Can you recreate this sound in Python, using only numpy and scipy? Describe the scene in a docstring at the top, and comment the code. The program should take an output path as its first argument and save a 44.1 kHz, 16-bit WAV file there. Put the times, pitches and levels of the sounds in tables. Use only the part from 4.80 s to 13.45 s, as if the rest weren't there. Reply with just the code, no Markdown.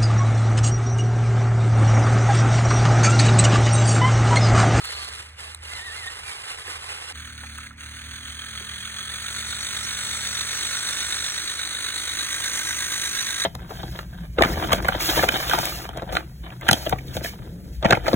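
"""Two toy crawlers on a dusty slope

Close to a two-port microphone, the first car labours in bursts: its tyres scrape grit and its gear whine
shoots up at each slip and sags under load. The second fades in, falters twice, then spins its wheels faster and
nearer, plastic gears rattling, whining and hissing in time with motor, gear and wheel, with extra bright hiss
while it is loud. Knocks ring the plastic and the chassis thuds; behind them lie a distant engine's exhaust
tones, a thin hum and open-air noise.
"""
import sys
import numpy as np
from scipy import signal
from scipy.fft import rfft, irfft, next_fast_len
from scipy.io import wavfile

SR = 44100
rng = np.random.default_rng(int(sys.argv[2]) if len(sys.argv) > 2 else 0)


def output_pcm(signal):
    """Save a mono or channel-first signal as 16-bit PCM at the path in sys.argv[1].

    Samples are clipped to [-1, 1] before scaling.
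    """
    pcm = np.clip(np.atleast_2d(signal).T, -1, 1) * 32767
    wavfile.write(sys.argv[1], SR, np.round(pcm).astype(np.int16))


N = 381465
TIME = np.arange(N) / SR
SWAP_S = 2.325  # the first car hands over to the second
SWAP_SAMPLE = round(SWAP_S * SR)

# Second car's drive gear. Each row: time in seconds, turns per second.
GEAR_SPEED = [(2.4, 42), (2.6, 35), (3.07, 37), (3.2, 41.15), (3.6, 43.33), (4.15, 44.13), (4.4, 48.57),
              (4.8, 49.73), (5.5, 49.96), (6.1, 50.38), (6.6, 51.39), (7.2, 52.09), (8.65, 52.02)]
GEAR_TEETH, PINION_TEETH = 37, 9
WHEEL_RATIO = .1604  # wheel turns per gear turn
WHEEL_PHASE_S = 3.2  # gear turns are counted from here
WHEEL_DRAG, GEAR_WOBBLE_TURNS = .0035, .0011  # share of the speed; gear turns
# Dips of speed and level: a short fade-in as the second car enters, then two brief falterings.
# Each row: centre in seconds, depth in dB, ramp either side in seconds.
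DIPS = [(2.325, 18, 0.03), (2.911, 12, 0.04), (2.957, 22, 0.04)]
DIP_SPEED_LOSS = .46  # share of the speed lost at the bottom
# Loudness as it gains speed and its distance changes. Each row: time in seconds, level in dB.
APPROACH = [(2.37, -11), (2.5, -14.5), (3.1, -13), (4.15, -7), (4.55, -2.5), (6.1, 1), (6.85, -2.5),
            (7.7, 2), (8.65, 1)]
# How hard its teeth bind, bringing out the whine. Each row: time in seconds, added whine in dB.
BINDING = [(2.9, -14), (4.1, -5), (4.6, -4.5), (5.9, -3), (7, -1), (7.95, -4.5), (8.65, 3)]
RATTLE_DB, WHINE_DB, HISS_DB = -34.5, -34, -30.5  # where approach and binding stand at 0 dB
RATTLE_FOLLOWS, WHINE_FOLLOWS = 0.64, 0.4  # shares of the approach in dB
RATTLE_GEAR_DB, RATTLE_MOTOR_DB = 3.4, 1.7  # weights of gear load and motor load
RUB_GEAR_DB, RUB_MOTOR_DB = 2.2, 1.9
# Plastic housing resonances. Each row: centre in Hz, width in Hz, relative gain in dB.
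HOUSING = [(1260, 166, -3.5), (1530, 250, 1), (1820, 247, 0), (2200, 370, -3.5), (3513, 390, -3.5)]
# Housing flank, heard side-on. Each row: centre in Hz, width in Hz, relative gain in dB.
FLANK = [(1621, 79, 0)]
FLANK_DB, FLANK_SWING_DB = -34.5, 3.2
# Hiss of its sliding teeth. Each row: frequency in Hz, relative level per Hz in dB.
HISS = [(150, -17), (350, -7.5), (750, -11.5), (1100, -4.5), (2700, -3.5), (3600, 2), (4400, 5.5),
        (5200, -18), (6400, 6), (7250, -12), (8300, 0.5), (9500, -2), (11000, -9.5), (13000, -21.5),
        (15500, -10)]
# The same hiss from side-on. Each row: frequency in Hz, relative level per Hz in dB.
HISS_SIDE_ON = [(150, -9.5), (350, -8), (750, -13), (1100, -5.5), (4300, 0), (5300, -8.5), (5900, 6.5),
                (7800, -4), (8800, 3), (11000, -8.5), (15500, -10.5)]
TURN_S = (6.96, 7.77)  # start and end of its turn side-on
TOOTH_PLAY, TOOTH_JITTER = .2, .2  # lasting and chance errors of place, tooth spacings
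TOOTH_SPREAD_DB = 1.2  # lasting unevenness of strength
TOOTH_DB, GRIT_DB = -2, -5.5  # shares of the rattle: teeth meeting, grit in the gears
TICK_HZ, TICK_WIDTH_HZ, TICK_DB = 3350, 120, -35.5  # gear-case ring; level with the approach at 0 dB
# Extra bright hiss while the second car is loud. Each row: time in seconds, level in dB.
BRIGHT_HISS_LEVEL = [(4.2, -73), (4.6, -45.5), (5.5, -37.5), (6.5, -35.5), (7.1, -57), (7.6, -70)]
# Its colour, strong around 5.7 and 7.4 kHz. Each row: frequency in Hz, relative level per Hz in dB.
BRIGHT_HISS = [(2000, -17), (4800, -24), (5700, 9.5), (6400, -31), (7400, 1), (8500, -2), (15000, -26)]

# First car's throttle. Each row: on in seconds, off in seconds.
THROTTLE = [(0, 0.41), (0.595, 0.652), (0.837, 2.32)]
CRAWL_DB, PICK_UP_DB_PER_S, COAST_DB_PER_S = -35, 447, 113  # scraping while the tyres grip
# Its tyres break loose, then bite. Each row: start in seconds, length in seconds, whine and scrape in dB
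# before their layer balance.
SLIPS = [(0, 0.066, -45, -36), (0.106, 0.18, -50, -36), (0.647, 0.074, -50, -39),
         (0.913, 0.13, -39.5, -39.5), (1.045, 0.072, -36, -44), (1.175, .11, -38, -38.5),
         (1.468, 0.062, -40, -33.5), (1.678, 0.049, -49, -33.5), (1.899, .025, -57, -31.5),
         (2.091, 0.04, -51, -32.5), (2.29, 0.0085, -60, -33)]
SLIP_RISE_DB_PER_S, SLIP_FALL_DB_PER_S = 348, 250
SQUEAL_EDGE_DB_PER_S = 380  # the whine stands out only around the slips
# Its tooth rate, racing in slips and sagging as the tyres bite. Each row: time in seconds, rate in Hz.
TOOTH_RATE = [(0, 1299), (.55, 986), (.66, 1830), (.8, 995), (.84, 1460), (.925, 2110), (.98, 1996),
              (1.01, 1750), (1.06, 1957), (1.105, 1735), (1.165, 2102), (1.21, 2045), (1.24, 1840),
              (1.285, 1822), (1.47, 2404), (1.51, 2258), (2.3, 2628)]
# Its tyre scrape. Each row: frequency in Hz, relative level per Hz in dB.
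FIRST_SCRAPE = [(250, -25), (680, -16), (1000, -1), (1900, -4), (2350, -0.5), (3300, -4.5), (5000, -6),
                (6700, -15), (8200, -9.5), (11500, -12.5), (13000, -34), (15500, -32)]
# Its shell resonances. Each row: centre in Hz, width in Hz, relative gain in dB.
FIRST_SHELL = [(424, 120, -5), (850, 117, 0), (2800, 300, 2)]
# Gearbox whir while it rolls freely at first. Each row: time in seconds, tone in Hz, level in dB before shares.
WHIR = [(0, 4360, -46), (.07, 4280, -36.5), (.17, 4150, -38.5), (.25, 4430, -37), (.32, 4300, -54),
        (.45, 4000, -68)]
# Its gearbox case. Each row: centre in Hz, width in Hz, relative gain in dB.
WHIR_CASE = [(3220, 250, -7), (4350, 300, 3)]
WHIR_CASE_DB, WHIR_TONE_DB = -1.5, -6  # shares of the whir

# Knocks, and last one strong burst of rattle, ringing the plastic.
# Each row: time in seconds, ring peak in dB, ring in Hz, click level in dB.
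KNOCKS = [(0.054, -31, 3900, -18), (0.247, -33, 3900, -21), (0.7475, -28, 4000, -15.5),
          (1.878, -30, 1740, -28), (2.636, -30, 1560, -39), (2.783, -29.5, 1378, -25),
          (2.869, -31, 2115, -45), (2.908, -33, 1350, -51), (3.028, -33, 2100, -43),
          (3.455, -33, 1800, -36), (4.075, -28, 1516, -32), (7.908, -18, 1492, -27)]
# A tooth jumps and hits the case harder. Each row: time in seconds, peak in dB.
JUMPS = [(3.593, -25), (3.732, -28), (3.893, -29), (4.054, -23), (4.164, -31), (4.186, -33)]
# The chassis drops on the ground. Each row: time in seconds, peak in dB, resonance in Hz.
THUDS = [(1.877, -40, 388), (2.3, -43, 810), (2.633, -37.5, 800), (3.803, -42, 449)]

# Distant engine under the first car. Each row: time in seconds, firing rate in Hz, level in dB.
ENGINE_EARLY = [(0, 76, -48), (.4, 74.1, -45.5), (1, 80.46, -46.5), (1.6, 82.1, -60), (1.9, 81.32, -48),
                (2.3, 81.6, -54)]
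# Distant engine under the second car. Each row: time in seconds, firing rate in Hz, level in dB.
ENGINE_LATE = [(2.35, 75.14, -42.5), (3.6, 73.72, -44.5), (5, 73.6, -43.5), (7.2, 73.6, -49),
               (8.65, 73.9, -47.5)]
# Its exhaust tones. Each row: multiple of the crank rate, relative dB before and after the tone shifts.
EXHAUST = [(2, 1.5, -2.5), (3, -7, -5.5), (4, -15.5, -12), (5, -16.5, -11.5), (6, -12.5, -10),
           (7, -14, -26), (8, -21, -46)]
TONE_SHIFT_S = (3.6, 3.73)  # start and end of that shift
# A faint far hum that mostly climbs. Each row: time in seconds, frequency in Hz, level in dB.
FAR_HUM = [(4.3, 286.3, -87), (5.3, 299.1, -63), (6.5, 316.6, -59), (7.5, 322.5, -54.5), (8.65, 312.8, -57)]
# Open-air noise. Each row: frequency in Hz, relative level per Hz in dB.
AIR = [(20, -11), (42, -2.5), (75, 7.5), (150, -7.5), (300, -18.5), (700, -21.5), (2000, -7.5), (4000, -25),
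       (16000, -60)]

# Level between the microphone ports. Each row: frequency in Hz, left minus right in dB.
PORT_BALANCE = [(60, 0.5), (130, -3.5), (290, -1.5), (640, -9), (1410, -3.5), (3100, -2), (6820, 0),
                (15000, -0.5)]
# Lead of the left port in the treble. Each row: frequency in Hz, phase in radians before unwrapping.
TREBLE_PHASE = [(4500, 2.6), (5300, 3.2), (7200, 5.8), (10300, 7.6), (12400, 9.4), (15200, 12.4)]
# Lead at the first tyres' place, lower range. Each row: frequency in Hz, phase in radians before unwrapping.
FIRST_PHASE = [(100, 0), (400, -.9), (650, -2.3), (760, -1.6), (890, 3.1), (1100, 2.4), (1500, .6),
               (2080, .7), (2270, 3.3), (4000, 1.8)]
# Lead for all other sounds, lower range. Each row: frequency in Hz, phase in radians before unwrapping.
SECOND_PHASE = [(100, 0), (700, -.9), (1030, .9), (2000, .9), (2900, 2.1), (4000, 2)]
CUTOFF_HZ = 15800


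def second_car():
    """Off-centre wheel, gear and pinion press the teeth in turn, so rattle, whine and hiss all throb."""
    (speed,), (near_db,), (bind_db,) = in_time(GEAR_SPEED), in_time(APPROACH), in_time(BINDING)
    running = np.ones(N)
    for s, depth_db, ramp_s in DIPS:
        dip = np.maximum(0, 1 - np.abs(TIME - s) / ramp_s)
        speed = speed * (1 - DIP_SPEED_LOSS * dip)
        running = running * from_db(-depth_db * dip)

    gear = turns_of(speed)
    gear = gear - np.interp(WHEEL_PHASE_S, TIME, gear)
    # the wheel's drag varies the speed once per wheel turn
    gear = gear + turns_of(WHEEL_DRAG * speed * cycle(gear * WHEEL_RATIO + .5))
    # the off-centre gear runs unevenly within each turn
    gear = gear + GEAR_WOBBLE_TURNS * cycle(gear)
    motor = gear * GEAR_TEETH / PINION_TEETH
    wheel_load = cycle(gear * WHEEL_RATIO + .106)
    motor_load = cycle(motor + .1)
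    # the gear's tight side bites suddenly and lets go slowly
    gear_load = np.tanh(2 * cycle(gear + .28) + .5 * cycle(2 * gear - .17))

    # loose teeth and grit knock on the housing
    force_db = 1.21 * wheel_load + RATTLE_GEAR_DB * gear_load + RATTLE_MOTOR_DB * motor_load
    grit = grains(per_s=9000, spread_db=0.5)
    blows = from_db(TOOTH_DB) * tooth_blows(gear) + from_db(GRIT_DB) * grit
    blows = blows * from_db(force_db)
    rattle = body(blows, HOUSING)
    flank = body(blows * from_db(FLANK_SWING_DB * (wheel_load + .5 * gear_load)), FLANK)

    # backlash blurs the tooth rate; entering and leaving teeth sound at its double
    teeth = gear * GEAR_TEETH + .11 * drift(45)
    whine = cycle(2 * teeth) * (1 + .4 * drift(250))
    pressure_db = 3 * wheel_load + 7 * gear_load + 6 * motor_load + 2 * drift(20)
    whine = rms_one(whine * from_db(pressure_db))

    rub_db = wheel_load + RUB_GEAR_DB * gear_load + RUB_MOTOR_DB * motor_load
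    slide = grains(per_s=9000, spread_db=3.5) * from_db(rub_db + 0.58 * drift(13))
    side_on = np.interp(TIME, TURN_S, [0, 1])
    hiss = (1 - side_on) * colour(slide, HISS) + side_on * colour(slide, HISS_SIDE_ON)

    # the motor sings thinly on a high multiple of its speed, fading as the car turns side-on
    sing = from_db(-9) * cycle(39 * motor + .2 * drift(60))
    sing = sing * from_db(2.5 * drift(100) + 2 * gear_load) * (1 - side_on)
    sing *= np.interp(speed, [47.5, 50.4], [0, 1])  # only near full speed

    car = (from_db(RATTLE_DB + RATTLE_FOLLOWS * near_db) * rattle
           + from_db(TICK_DB + near_db) * pinion_ticks(motor, gear_load, speed)
           + from_db(FLANK_DB) * side_on * flank
           + from_db(WHINE_DB + WHINE_FOLLOWS * near_db + bind_db) * whine
           + from_db(HISS_DB + near_db) * (hiss + sing))
    return car * running * (np.arange(N) >= SWAP_SAMPLE)


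def tooth_blows(gear):
    """One blow per tooth, each tooth with lasting strength and play; chance shifts every blow."""
    first = np.ceil(gear[0] * GEAR_TEETH) + 1
    tooth = np.arange(first, gear[-1] * GEAR_TEETH - 1).astype(int)
    play, strength = rng.standard_normal((2, GEAR_TEETH))[:, tooth % GEAR_TEETH]
    place = tooth + TOOTH_PLAY * play + TOOTH_JITTER * rng.standard_normal(len(tooth))
    at = np.interp(place / GEAR_TEETH, gear, np.arange(N)).astype(int)
    blows = np.bincount(at, from_db(TOOTH_SPREAD_DB * strength), N)
    return rms_one(blows - blows.mean())


def pinion_ticks(motor, gear_load, speed):
    """A straining pinion ticks on the case once per motor turn, hardest on the gear's tight side."""
    count = np.floor(motor - .05 + .015 * drift(150))
    blows = np.diff(count, prepend=np.floor(motor[0])) > 0
    force = from_db(6 * gear_load + 2 * drift(60))
    ring = rms_one(resonate(blows * force, TICK_HZ, TICK_WIDTH_HZ))
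    return ring * np.interp(speed, [38, 43, 46, 49], [0, 1, 1, 0])  # only below full speed


def bright_hiss():
    """Extra bright hiss while the second car is loud: dense random impacts in two treble bands."""
    level_db, = in_time(BRIGHT_HISS_LEVEL)
    return from_db(level_db) * colour(grains(per_s=9400, spread_db=-6), BRIGHT_HISS)


def first_car():
    """Tyres scrape grit and shake the shell; at each slip the gear whine shoots up, then sags under load."""
    bursts = [held(on, off, PICK_UP_DB_PER_S, COAST_DB_PER_S) for on, off in THROTTLE]
    crawl = from_db(CRAWL_DB) * np.max(bursts, axis=0)
    power, squeal = crawl ** 2, 0
    for s, length, whine_db, scrape_db in SLIPS:
        slip = held(s, s + length, SLIP_RISE_DB_PER_S, SLIP_FALL_DB_PER_S)
        power = power + (from_db(scrape_db) * slip) ** 2
        edge = held(s, s + length, SQUEAL_EDGE_DB_PER_S, SQUEAL_EDGE_DB_PER_S)
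        squeal = np.maximum(squeal, from_db(whine_db) * edge)

    tooth_hz, = in_time(TOOTH_RATE)
    teeth = turns_of(tooth_hz * (1 + .006 * drift(50)))
    overtone = cycle(2 * teeth) * drift(230)  # uneven teeth smear the overtone
    whine = rms_one(cycle(teeth) + from_db(-7) * overtone)
    whine = whine * from_db(-3.5 + 3.2 * drift(50))

    grip = from_db(1.9 * drift(43) + 1.7 * cycle(teeth / PINION_TEETH))
    scrape = colour(grains(per_s=7000, spread_db=1.0) * grip, FIRST_SCRAPE)
    shell = body(grains(per_s=1100, spread_db=3.0) * grip, FIRST_SHELL)  # lumps of earth under the tread
    tyres = np.sqrt(power) * (from_db(-3.5) * scrape + from_db(-10.0) * shell)
    return np.array([tyres, squeal * whine + whir()]) * (np.arange(N) < SWAP_SAMPLE)


def whir():
    """The unloaded gearbox: a thin gliding tone over teeth ticking on the case."""
    hz, level_db = in_time(WHIR)
    tone = cycle(turns_of(hz * (1 + .008 * drift(120))))
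    tone = rms_one(tone * from_db(3 * drift(150)))
    case = body(grains(per_s=4200, spread_db=0), WHIR_CASE)
    return from_db(level_db) * (from_db(WHIR_TONE_DB) * tone + from_db(WHIR_CASE_DB) * case)


def knocks():
    """Sharp snaps with a short plastic ring, bright ticks of jumping teeth, dull thuds of the chassis."""
    out, age = np.zeros(N), TIME[:4096]
    for s, ring_db, hz, click_db in KNOCKS:
        crunch = rng.standard_normal(len(age))
        ring = resonate(crunch * np.exp(-age * hz / 4), hz, width_hz=hz / 10)
        ring = resonate(ring, hz, width_hz=hz / 2)
        snap = crunch * np.exp(-age / .0003)
        click = resonate(snap, 8400, width_hz=2600) + .5 * resonate(snap, 1800, width_hz=2600)
        add(out, s, ring_db, ring)
        add(out, s, click_db, click)
    for s, peak_db in JUMPS:
        add(out, s, peak_db, resonate(age == 0, TICK_HZ, TICK_WIDTH_HZ))
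    for s, thud_db, hz in THUDS:
        crunch = rng.standard_normal(len(age)) * np.exp(-age / 0.013)
        thud = resonate(resonate(crunch, hz, width_hz=hz / 2), hz, width_hz=hz / 2)
        add(out, s, thud_db, thud)
    return out


def engine():
    """A far engine: at first almost only its firing note, then the whole low row of exhaust harmonics."""
    firing_hz, level_db = in_time(list(ENGINE_EARLY) + list(ENGINE_LATE))
    crank = turns_of(firing_hz / 2 * (1 + 0.0055 * drift(4.4)))  # two firings per crank turn
    opened = np.where(TIME < SWAP_S, from_db(-47), 1)
    lines = 0
    for multiple, *shift_db in EXHAUST:
        k = round(multiple)
        line_db = np.interp(TIME, TONE_SHIFT_S, shift_db) + 2.0 * drift(5.2)
        line = from_db(line_db) * cycle(k * crank + rng.random())
        lines = lines + line * (opened if k > 2 else 1)
    return from_db(level_db) * lines


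def far_hum():
    """A thin tone behind the engine, wavering in pitch and level."""
    hz, level_db = in_time(FAR_HUM)
    hum = cycle(turns_of(hz * (1 + 0.0089 * drift(10.0))))
    return from_db(level_db + 2 * drift(14.0)) * hum


def open_air():
    """Steady background air: random noise with a low-heavy colour."""
    return from_db(-50.5) * colour(rng.standard_normal(N), AIR)


def ports(x, low_phase):
    """Two ports hear a sound a little apart; rough ground scatters some back by ever-changing paths."""
    sides = np.array([[1], [-1]])  # left, right
    phase = np.array(list(low_phase) + list(TREBLE_PHASE))
    phase[:, 1] = np.unwrap(phase[:, 1])

    def response(hz):
        """Half the level and phase difference goes to each port, with opposite signs."""
        gain = from_db(sides * at_hz(PORT_BALANCE, hz) / 2)
        return gain * np.exp(.5j * sides * at_hz(phase, hz))

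    direct = filtered(x, response)
    echoes = rng.standard_normal((2, 1024)) * np.exp(-TIME[:1024] / 0.0037)
    echoes /= np.sqrt(np.sum(echoes ** 2, axis=1, keepdims=True))
    bright = signal.sosfilt(signal.butter(2, 400, "high", fs=SR, output="sos"), x)
    scatter = signal.fftconvolve(bright[None], echoes, axes=1)[:, :N]
    scatter = scatter * np.array([drift(17.2), drift(19.7)])
    return direct + from_db(-11) * scatter


def body(blows, modes):
    """Blows ring a set of resonances, alternating in sign; rms 1."""
    rings = 0
    for k, (hz, width_hz, db) in enumerate(modes):
        rings = rings + (-1) ** k * from_db(db) * resonate(blows, hz, width_hz)
    return rms_one(rings)


def resonate(x, hz, width_hz):
    """One two-pole resonance with gain near 1 on top."""
    r = np.exp(-np.pi * width_hz / SR)
    zeros = np.array([1, 0, -1]) * (1 - r * r) / 2
    poles = [1, -2 * r * np.cos(2 * np.pi * hz / SR), r * r]
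    return signal.lfilter(zeros, poles, x + 1e-18)


def grains(per_s, spread_db):
    """Random tiny impacts of uneven size and either sign; rms 1."""
    size = from_db(spread_db * np.clip(rng.standard_normal(N), -2, 2))
    size = size * rng.choice([-1, 1], N)
    return rms_one(size * (rng.random(N) < per_s / SR))


def drift(rate):
    """Smooth random wander of spread 1, quicker at a higher rate."""
    r = np.exp(-40 * np.pi * rate / SR)  # run on every 20th sample
    noise = rng.standard_normal(N // 20 + 4002)
    slow = signal.lfilter([1], [1, -2 * r, r * r], noise)[4000:]  # drop the settling
    return np.interp(np.arange(N) / 20, np.arange(len(slow)), rms_one(slow))


def colour(x, spectrum):
    """Give x a spectrum; rms 1."""
    return rms_one(filtered(x, lambda hz: from_db(at_hz(spectrum, hz))))


def filtered(x, response):
    """Apply a frequency response, given as a function of Hz."""
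    size = next_fast_len(N + 4096)
    hz = np.arange(size // 2 + 1) * SR / size
    return irfft(rfft(x, size) * response(hz), size)[..., :N]


def held(start, end, rise_db_per_s, fall_db_per_s):
    """Gain that swells to 1 at the start, holds, and dies away after the end."""
    ramps_db = np.minimum(rise_db_per_s * (TIME - start), fall_db_per_s * (end - TIME))
    return from_db(np.clip(ramps_db, -200, 0))


def add(out, s, peak_db, sound):
    """Mix in a short sound at a time and peak level."""
    at = int(s * SR)
    out[at:at + len(sound)] += from_db(peak_db) * sound[:N - at] / np.abs(sound).max()


def turns_of(rate):
    """Turns made at a rate per second."""
    return np.cumsum(rate) / SR


def cycle(turns):
    """One cosine per turn."""
    return np.cos(2 * np.pi * turns)


def in_time(rows):
    """Each column of a curve at every sample."""
    s, *columns = np.transpose(rows)
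    return [np.interp(TIME, s, column) for column in columns]


def at_hz(points, hz):
    """Read a table on a log-frequency axis."""
    f, value = np.transpose(points)
    return np.interp(np.log(hz + 1), np.log(f), value)


def from_db(db):
    """Decibels to gain."""
    return 10 ** (np.asarray(db) / 20)


def rms_one(x):
    """Scale to unit power."""
    return x / np.sqrt(np.mean(x ** 2) + 1e-20)


def scene():
    """Both cars close by, the bright hiss and knocks, then the engine, far hum and open air."""
    tyres, gearbox = first_car()
    rest = second_car() + gearbox + bright_hiss() + knocks() + engine() + far_hum() + open_air()
    return ports(tyres, FIRST_PHASE) + ports(rest, SECOND_PHASE)


def record(dry):
    """The deepest rumble is rolled off and the top is cut steeply."""
    dry = signal.sosfilt(signal.butter(3, 31, "high", fs=SR, output="sos"), dry)
    return signal.sosfilt(signal.ellip(10, .1, 80, CUTOFF_HZ, fs=SR, output="sos"), dry)


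dry = scene()
out = record(dry)
output_pcm(out)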